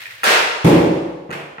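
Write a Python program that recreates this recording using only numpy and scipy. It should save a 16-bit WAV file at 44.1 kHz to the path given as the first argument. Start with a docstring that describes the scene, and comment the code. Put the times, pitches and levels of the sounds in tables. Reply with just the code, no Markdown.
"""First a hockey blade sweeps a puck over a plastic sheet in a bare concrete garage, chattering against it.
The blade slaps the sheet and cracks against the puck, which thuds into a backstop that booms on.
The stick then clatters down on the floor and taps again.
Scrapes and echoes are shaped noise; blade, backstop and lingering tones are fading sine waves.
Shot, thud and taps start as clicks, which are also sent through a long, bright garage echo."""
import sys
import numpy as np
from scipy import signal
from scipy.io import wavfile
from scipy.ndimage import uniform_filter1d, minimum_filter1d

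SR = 44100
rng = np.random.default_rng(int(sys.argv[2]) if len(sys.argv) > 2 else 0)


def to_wav(s):
    """Save 16-bit WAV."""
    ch = np.atleast_2d(s).T  # columns
    pcm = np.round(np.clip(ch, -1, 1) * 32767)  # PCM
    wavfile.write(sys.argv[1], SR, pcm.astype(np.int16))


N = 70560
TIME = np.arange(N) / SR  # seconds

# Levels in the tables are relative: each sound sets its own loudness later.
# A t60 is the time to fade by 60 dB; a lower cutoff_hz means a softer, duller contact.

# How long each pitch echoes, before each sound adjusts its treble: pitch_hz, t60_s
GARAGE_T60 = [(60, 0.92), (160, 0.69), (400, 1.11), (1000, 1.17), (2200, 1), (4500, 0.95), (8000, 0.74),
              (14000, 0.49)]
# How alike left and right are (1 same, 0 unrelated, -1 opposite): pitch_hz, likeness (no unit)
LIKENESS = [(60, 0.97), (160, 1), (300, 0.9), (520, 0.31), (800, 0.14), (1300, -0.33), (2200, .08),
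            (5000, -0.022), (12000, 0.17)]
# Colour of the room tone: pitch_hz, level_db (per Hz)
ROOM_TONE_COLOUR = [(25, -30), (60, -17.5), (120, -5), (200, -25), (600, -8), (2000, -49), (15000, -46)]
# Colour of the blade scuffing the floor: pitch_hz, level_db (per Hz)
SCUFF_COLOUR = [(300, -19), (1000, -4), (1700, 12), (2550, -10), (3600, -7), (6500, -22.5), (15000, -29)]
# The blade bearing down on the sheet: start_s, level_db, cutoff_hz
BUMPS = [(0.2325, -11, 600), (0.272, 4.5, 500)]
# Thin, bright snaps of the taped blade: start_s, level_db, cutoff_hz
SNAPS = [(0.2336, -6, 16000), (0.2404, 4, 16500), (1.3057, -27, 14000), (1.3126, -23, 13900)]
# Loudness of the sweep over time: time_s, level_db
SWEEP_LEVEL = [(0, -36.5), (.035, -34), (.058, -35), (.085, -38), (.108, -35.5), (.13, -37.5), (.19, -39.5),
               (.24, -40.5), (.4, -75)]
# Colour of the sweep: pitch_hz, level_db (per Hz)
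SWEEP_COLOUR = [(100, -32), (500, -24.5), (1450, -5), (1900, 1.5), (2500, -2.5), (3300, -6.5), (4300, -10),
                (5600, -17.5), (9000, -22), (15000, -23)]
# The puck chattering against the blade: start_s, level_db
NUDGES = [(.0562, 0), (.0665, -5), (.078, -6), (.1065, -4)]
# Tones that ring at each of these light touches: pitch_hz, level_db, t60_s, build_s
NUDGE_RING = [(1860, 6, 0.038, .0005), (2060, -3, 0.027, .0005), (2440, 9, 0.023, 0.00044)]
# Ringing tones of the blade: pitch_hz, level_db, t60_s
BLADE_MODES = [(445, -19.5, 0.01), (880, -6, 0.033), (1340, -1, 0.048), (1890, -0.5, 0.019),
               (2490, -6, 0.02), (2870, -6, 0.015), (4440, -18, .005), (7200, -4.5, 0.0044)]
# The stick coming down on the floor: start_s, level_db, cutoff_hz, room_share_db
TAPS = [(1.2925, -0.5, 800, 9), (1.3055, 1, 6500, -6), (1.3122, 4.5, 9000, -16), (1.3262, -1, 9100, 8),
        (1.5822, 5, 2000, -6), (1.5975, -1, 2200, -11)]
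# Colour of the taps in the room: pitch_hz, level_db (per Hz)
TAP_COLOUR = [(60, -34), (160, 5), (250, -7.5), (450, 2.5), (1000, -2), (1800, -1.5), (2600, -1.5),
              (3700, -16), (6000, -21.5), (9000, -21.5), (15000, -18)]
# The puck meets the backstop, which rattles and swings back: start_s, level_db, cutoff_hz
THUD = [(0.6454, 6.5, 12900), (0.6640, -10.5, 13900), (0.765, -2, 900)]
# Tones of the backstop and the room it shakes: pitch_hz, level_db, t60_s, build_s
BOOM = [(62.5, -32.5, 1.25, .01), (115, -44, 0.45, 0.003), (129.8, -16, 0.85, 0.004),
        (144.9, -30, 1.7, .06), (161.16, -9.5, 0.78, 0.004), (169, -8.5, 0.51, 0.051),
        (177.8, -13, 1.06, .015), (222.3, -14.5, 0.78, .008), (261.7, -26, 0.46, 0.018),
        (288.2, -7.5, 0.93, 0.13), (311.3, -2, 0.72, 0.13), (328.5, -9, 1.1, 0.13), (327, -10, 0.96, 0.096),
        (353.3, -27, 0.96, 0.078), (352, -9.5, 1.04, 0.07), (387.8, -12, 1.07, 0.18),
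        (487.8, -19, 1.34, 0.033), (528, -16.5, 1.14, 0.11), (551.3, -11, 1.11, 0.15),
        (582.6, -14, 1.08, 0.084)]
# Colour of the thud in the room: pitch_hz, level_db (per Hz)
THUD_COLOUR = [(28, -33), (80, -17), (160, -4), (235, -5.5), (340, -0.5), (450, -2.5), (570, -9),
               (690, -11.5), (820, -7.5), (1300, -19), (2400, -19), (4000, -29), (8000, -35.5),
               (15000, -36.5)]
# The shot, blade on sheet and then on puck: start_s, level_db, cutoff_hz, room_share_db
SHOT = [(0.2334, 5, 3330, -10.5), (0.24, 3, 16200, 1)]
# Colour of the shot in the room: pitch_hz, level_db (per Hz)
SHOT_COLOUR = [(50, -24), (130, -23), (220, -9), (290, -14.5), (420, 5), (750, 0.5), (1100, 2), (1600, 5),
               (2050, 1), (2450, 2.5), (3200, -2), (4300, -4.5), (4900, -6.5), (6500, -11), (9000, -15.5),
               (15000, -23)]
# Tones that linger in the garage after the crack: pitch_hz, level_db, t60_s, build_s
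SHOT_RINGS = [(485, -6, 0.69, 0.11), (949, -1.5, 0.93, 0.1), (1163, -1, 0.29, 0.051),
              (1400, -2, 0.83, 0.032), (1454, -10, .8, 0.11), (1564, 8, 0.29, 0.05),
              (1662, 6.5, 0.38, 0.067), (1824, 1, 0.32, 0.048), (1871, 4, 0.5, 0.057),
              (2424, -10.5, 1, 0.044), (2845, -4.5, 1, 0.11), (2910, -12, 0.85, 0.064),
              (3321, -26, 0.73, 0.09)]

LEFT_LEAD_S = 0.000457  # the left microphone hears nearby sounds this much earlier
ROOM_TONE_DB, NUDGE_DB = -55.5, -31
SCUFF_AT_S, SCUFF_S, SCUFF_DB = 1.33, 0.011, -30.5  # middle, half-length, level
BUMP_HZ, BUMP_S = 224, 0.0073  # pitch, time to reach its peak
SNAP_DB, SNAP_S, SNAP_LOW_HZ = -13.5, 0.0013, 8000  # level, fading time, lowest pitch let through
LIMIT_DB, RELEASE_DB_PER_S = -0.4, 600
TOP_HZ = 16800  # from here up, the final filter takes off at least 60 dB


def from_db(db):
    """Turn decibels into a plain multiplier."""
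    return 10 ** (np.asarray(db) / 20)


def at_hz(points, hz):
    """Read a table between its rows, with pitch spaced evenly by octave."""
    table = np.array(points)
    return np.interp(np.log(hz), np.log(table[:, 0]), table[:, 1])


def bands(colour):
    """Third-octave bands of stereo noise as (centre Hz, band); together they have an rms of about 1."""
    edges = np.geomspace(22, 17500, 30)
    # two stereo noises take turns, so that neighbouring bands are unrelated
    white = rng.standard_normal((2, 2, N + 4000))
    coloured = []
    for k, (low, high) in enumerate(zip(edges, edges[1:])):
        band_filter = signal.butter(2, [low, high], "band", fs=SR, output="sos")
        # leave out the start, where the filter is still settling
        mid, side = signal.sosfilt(band_filter, white[k % 2])[:, -N:]
        hz = np.sqrt(low * high)
        alike = np.clip(at_hz(LIKENESS, hz), -0.999, 0.999)
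        shared = np.sqrt(1 + alike) * mid
        opposed = np.sqrt(1 - alike) * side * [[1], [-1]]
        coloured.append((hz, from_db(at_hz(colour, hz)) * (shared + opposed)))
    rms = np.sqrt(sum(np.mean(band ** 2) for _, band in coloured))
    return [(hz, band / rms) for hz, band in coloured]


def noise(colour):
    """Steady stereo noise of one colour."""
    return sum(band for _, band in bands(colour))


def contacts(rows, sent=False):
    """One click per contact, duller where it is soft; sent adds the room share to its level."""
    clicks = np.zeros(N)
    for start_s, level_db, cutoff_hz, *room_db in rows:
        gain = from_db(level_db + sent * sum(room_db))
        click = gain * (np.arange(N) == int(start_s * SR)) + 1e-18  # tiny offset avoids slow arithmetic
        clicks += signal.sosfilt(signal.butter(2, cutoff_hz, fs=SR, output="sos"), click)
    return clicks


def convolve(x, response):
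    """Start a copy of the response at every moment of the sound, as loud as the sound is then."""
    return signal.fftconvolve(np.atleast_2d(x), np.atleast_2d(response), axes=1)[:, :N]


def direct(x, pan_db):
    """Straight to the microphones: the left hears it first; positive pan_db makes the left louder."""
    left = x * from_db(pan_db / 2)
    right = np.interp(TIME - LEFT_LEAD_S, TIME, x, left=0) * from_db(-pan_db / 2)
    return np.array([left, right])


def garage(x, colour, first_db, build_s, treble_build_s, hold_s, treble_ring, lumpy_db):
    """Echoes begin first_db from full level, reach it, hold, then fade at each band's own rate."""
    lumps = uniform_filter1d(rng.standard_normal(N), size=70)
    lumps_db = lumpy_db * lumps / lumps.std() * np.exp(-TIME / 0.064)  # uneven early, smoother later
    response = 0
    for hz, band in bands(colour):
        build = at_hz([(2500, build_s), (10000, treble_build_s)], hz)
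        t60 = at_hz(GARAGE_T60, hz) * at_hz([(2500, 0.99), (10000, treble_ring)], hz)
        swell_db = first_db * np.maximum(1 - TIME / build, 0)
        decay_db = -60 * np.maximum(TIME - build - hold_s, 0) / t60
        response = response + band * from_db(swell_db + decay_db + lumps_db)
    return convolve(x, response)


def ringing(modes, start_s):
    """Tones that build up and die away, reaching the two microphones out of step."""
    tones = 0
    age = np.maximum(TIME - start_s, 0)
    for hz, level_db, t60, build_s in modes:
        # the less alike left and right are, the further apart their waves
        half_angle = np.arccos(at_hz(LIKENESS, hz)) / 2
        apart = half_angle * np.array([[1], [-1]]) * rng.choice([-1, 1])
        level = from_db(level_db - 60 * age / t60) * (1 - np.exp(-age / build_s))
        tones = tones + level * np.sin(2 * np.pi * (hz * age + rng.random()) + apart)
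    return tones


def blade(x, crack_db, crack_s):
    """Each contact sets off short blade tones and a fading crack of noise."""
    modes = 0
    for k, (hz, level_db, t60) in enumerate(BLADE_MODES):
        sign = (-1) ** k  # every other tone is upside down
        modes = modes + sign * from_db(level_db - 60 * TIME / t60) * np.sin(2 * np.pi * hz * TIME)
    crack = from_db(crack_db) * rng.standard_normal(N) * np.exp(-TIME / crack_s)
    return convolve(x, modes + crack)[0]


def room_tone():
    """Faint, steady noise under everything."""
    return from_db(ROOM_TONE_DB) * noise(ROOM_TONE_COLOUR)


def scuff():
    """A short rub of the blade on concrete: noise that swells and fades."""
    swell = np.exp(-((TIME - SCUFF_AT_S) / SCUFF_S) ** 2)
    return from_db(SCUFF_DB) * swell * noise(SCUFF_COLOUR)


def bump():
    """The loaded blade presses the sheet against the concrete: a low tone that rises and fades."""
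    ring = np.sin(2 * np.pi * BUMP_HZ * TIME) * TIME / BUMP_S * np.exp(-TIME / BUMP_S)
    return from_db(-21.5) * direct(convolve(contacts(BUMPS), ring)[0], pan_db=1)


def snaps():
    """Thin snaps of the taped blade: brief bursts of noise with only the treble let through."""
    burst = rng.standard_normal(N) * np.exp(-TIME / SNAP_S)
    treble_filter = signal.butter(2, SNAP_LOW_HZ, "high", fs=SR, output="sos")
    bright = signal.sosfilt(treble_filter, burst)
    return from_db(SNAP_DB) * direct(convolve(contacts(SNAPS), bright)[0], pan_db=1)


def taps():
    """The blade lands, bounces and taps the floor again: blade tones plus the room's echo."""
    near = from_db(-29.5) * direct(blade(contacts(TAPS), crack_db=-8.5, crack_s=0.002), pan_db=-3.5)
    room = garage(contacts(TAPS, sent=True), TAP_COLOUR, first_db=0, build_s=0.011,
                  treble_build_s=0.006, hold_s=0.0036, treble_ring=0.91, lumpy_db=1.2)
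    return near + from_db([[-35.5], [-34.3]]) * room  # left, right


def backstop():
    """A heavy blow: low tones build up and boom, over a broader, noisy wash of echoes from each contact."""
    wash = garage(contacts(THUD), THUD_COLOUR, first_db=0.5, build_s=0.086,
                  treble_build_s=0.0061, hold_s=0.022, treble_ring=1.22, lumpy_db=0.3)
    return from_db(1) * ringing(BOOM, THUD[0][0]) + from_db(-18.5) * wash


def sweep():
    """Blade and puck scrape unevenly across the sheet (noise) and chatter together (short tones)."""
    time_s, level_db = np.transpose(SWEEP_LEVEL)
    grip = uniform_filter1d(rng.standard_normal(N), size=300)
    uneven_db = 1.25 * grip / grip.std()
    level = from_db(np.interp(TIME, time_s, level_db) + uneven_db)
    scrape = level * noise(SWEEP_COLOUR) * (TIME < time_s[-1])
    chatter = sum(from_db(NUDGE_DB + db) * ringing(NUDGE_RING, start_s) for start_s, db in NUDGES)
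    return scrape + chatter


def shot():
    """Slap and crack set off the blade's tones, then the room swells and rings."""
    near = from_db(-16) * direct(blade(contacts(SHOT), crack_db=2, crack_s=0.00041), pan_db=-1)
    room = garage(contacts(SHOT, sent=True), SHOT_COLOUR, first_db=-6, build_s=0.045,
                  treble_build_s=0.011, hold_s=0.075, treble_ring=1.0, lumpy_db=0.0)
    lingering = ringing(SHOT_RINGS, SHOT[1][0])
    return near + from_db(-15.5) * room + from_db(-14.5) * lingering


def scene():
    """Add all the sounds over the faint room tone."""
    return room_tone() + scuff() + bump() + snaps() + taps() + backstop() + sweep() + shot()


def record(dry):
    """A quick limiter turns both sides down together at peaks; then the highest treble is cut."""
    peak_db = 20 * np.log10(np.abs(dry).max(axis=0) + 1e-9)
    over_db = np.maximum(peak_db - LIMIT_DB, 0)
    # after a peak, the level comes back at a steady rate
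    released_db = RELEASE_DB_PER_S * TIME
    held_db = np.maximum.accumulate(over_db + released_db) - released_db
    # act slightly ahead of each peak, and smoothly
    gain_db = uniform_filter1d(minimum_filter1d(-held_db, size=60), size=60)
    top_filter = signal.cheby2(12, 60, TOP_HZ, fs=SR, output="sos")
    return signal.sosfilt(top_filter, dry * from_db(gain_db))


dry = scene()
out = record(dry)
to_wav(out)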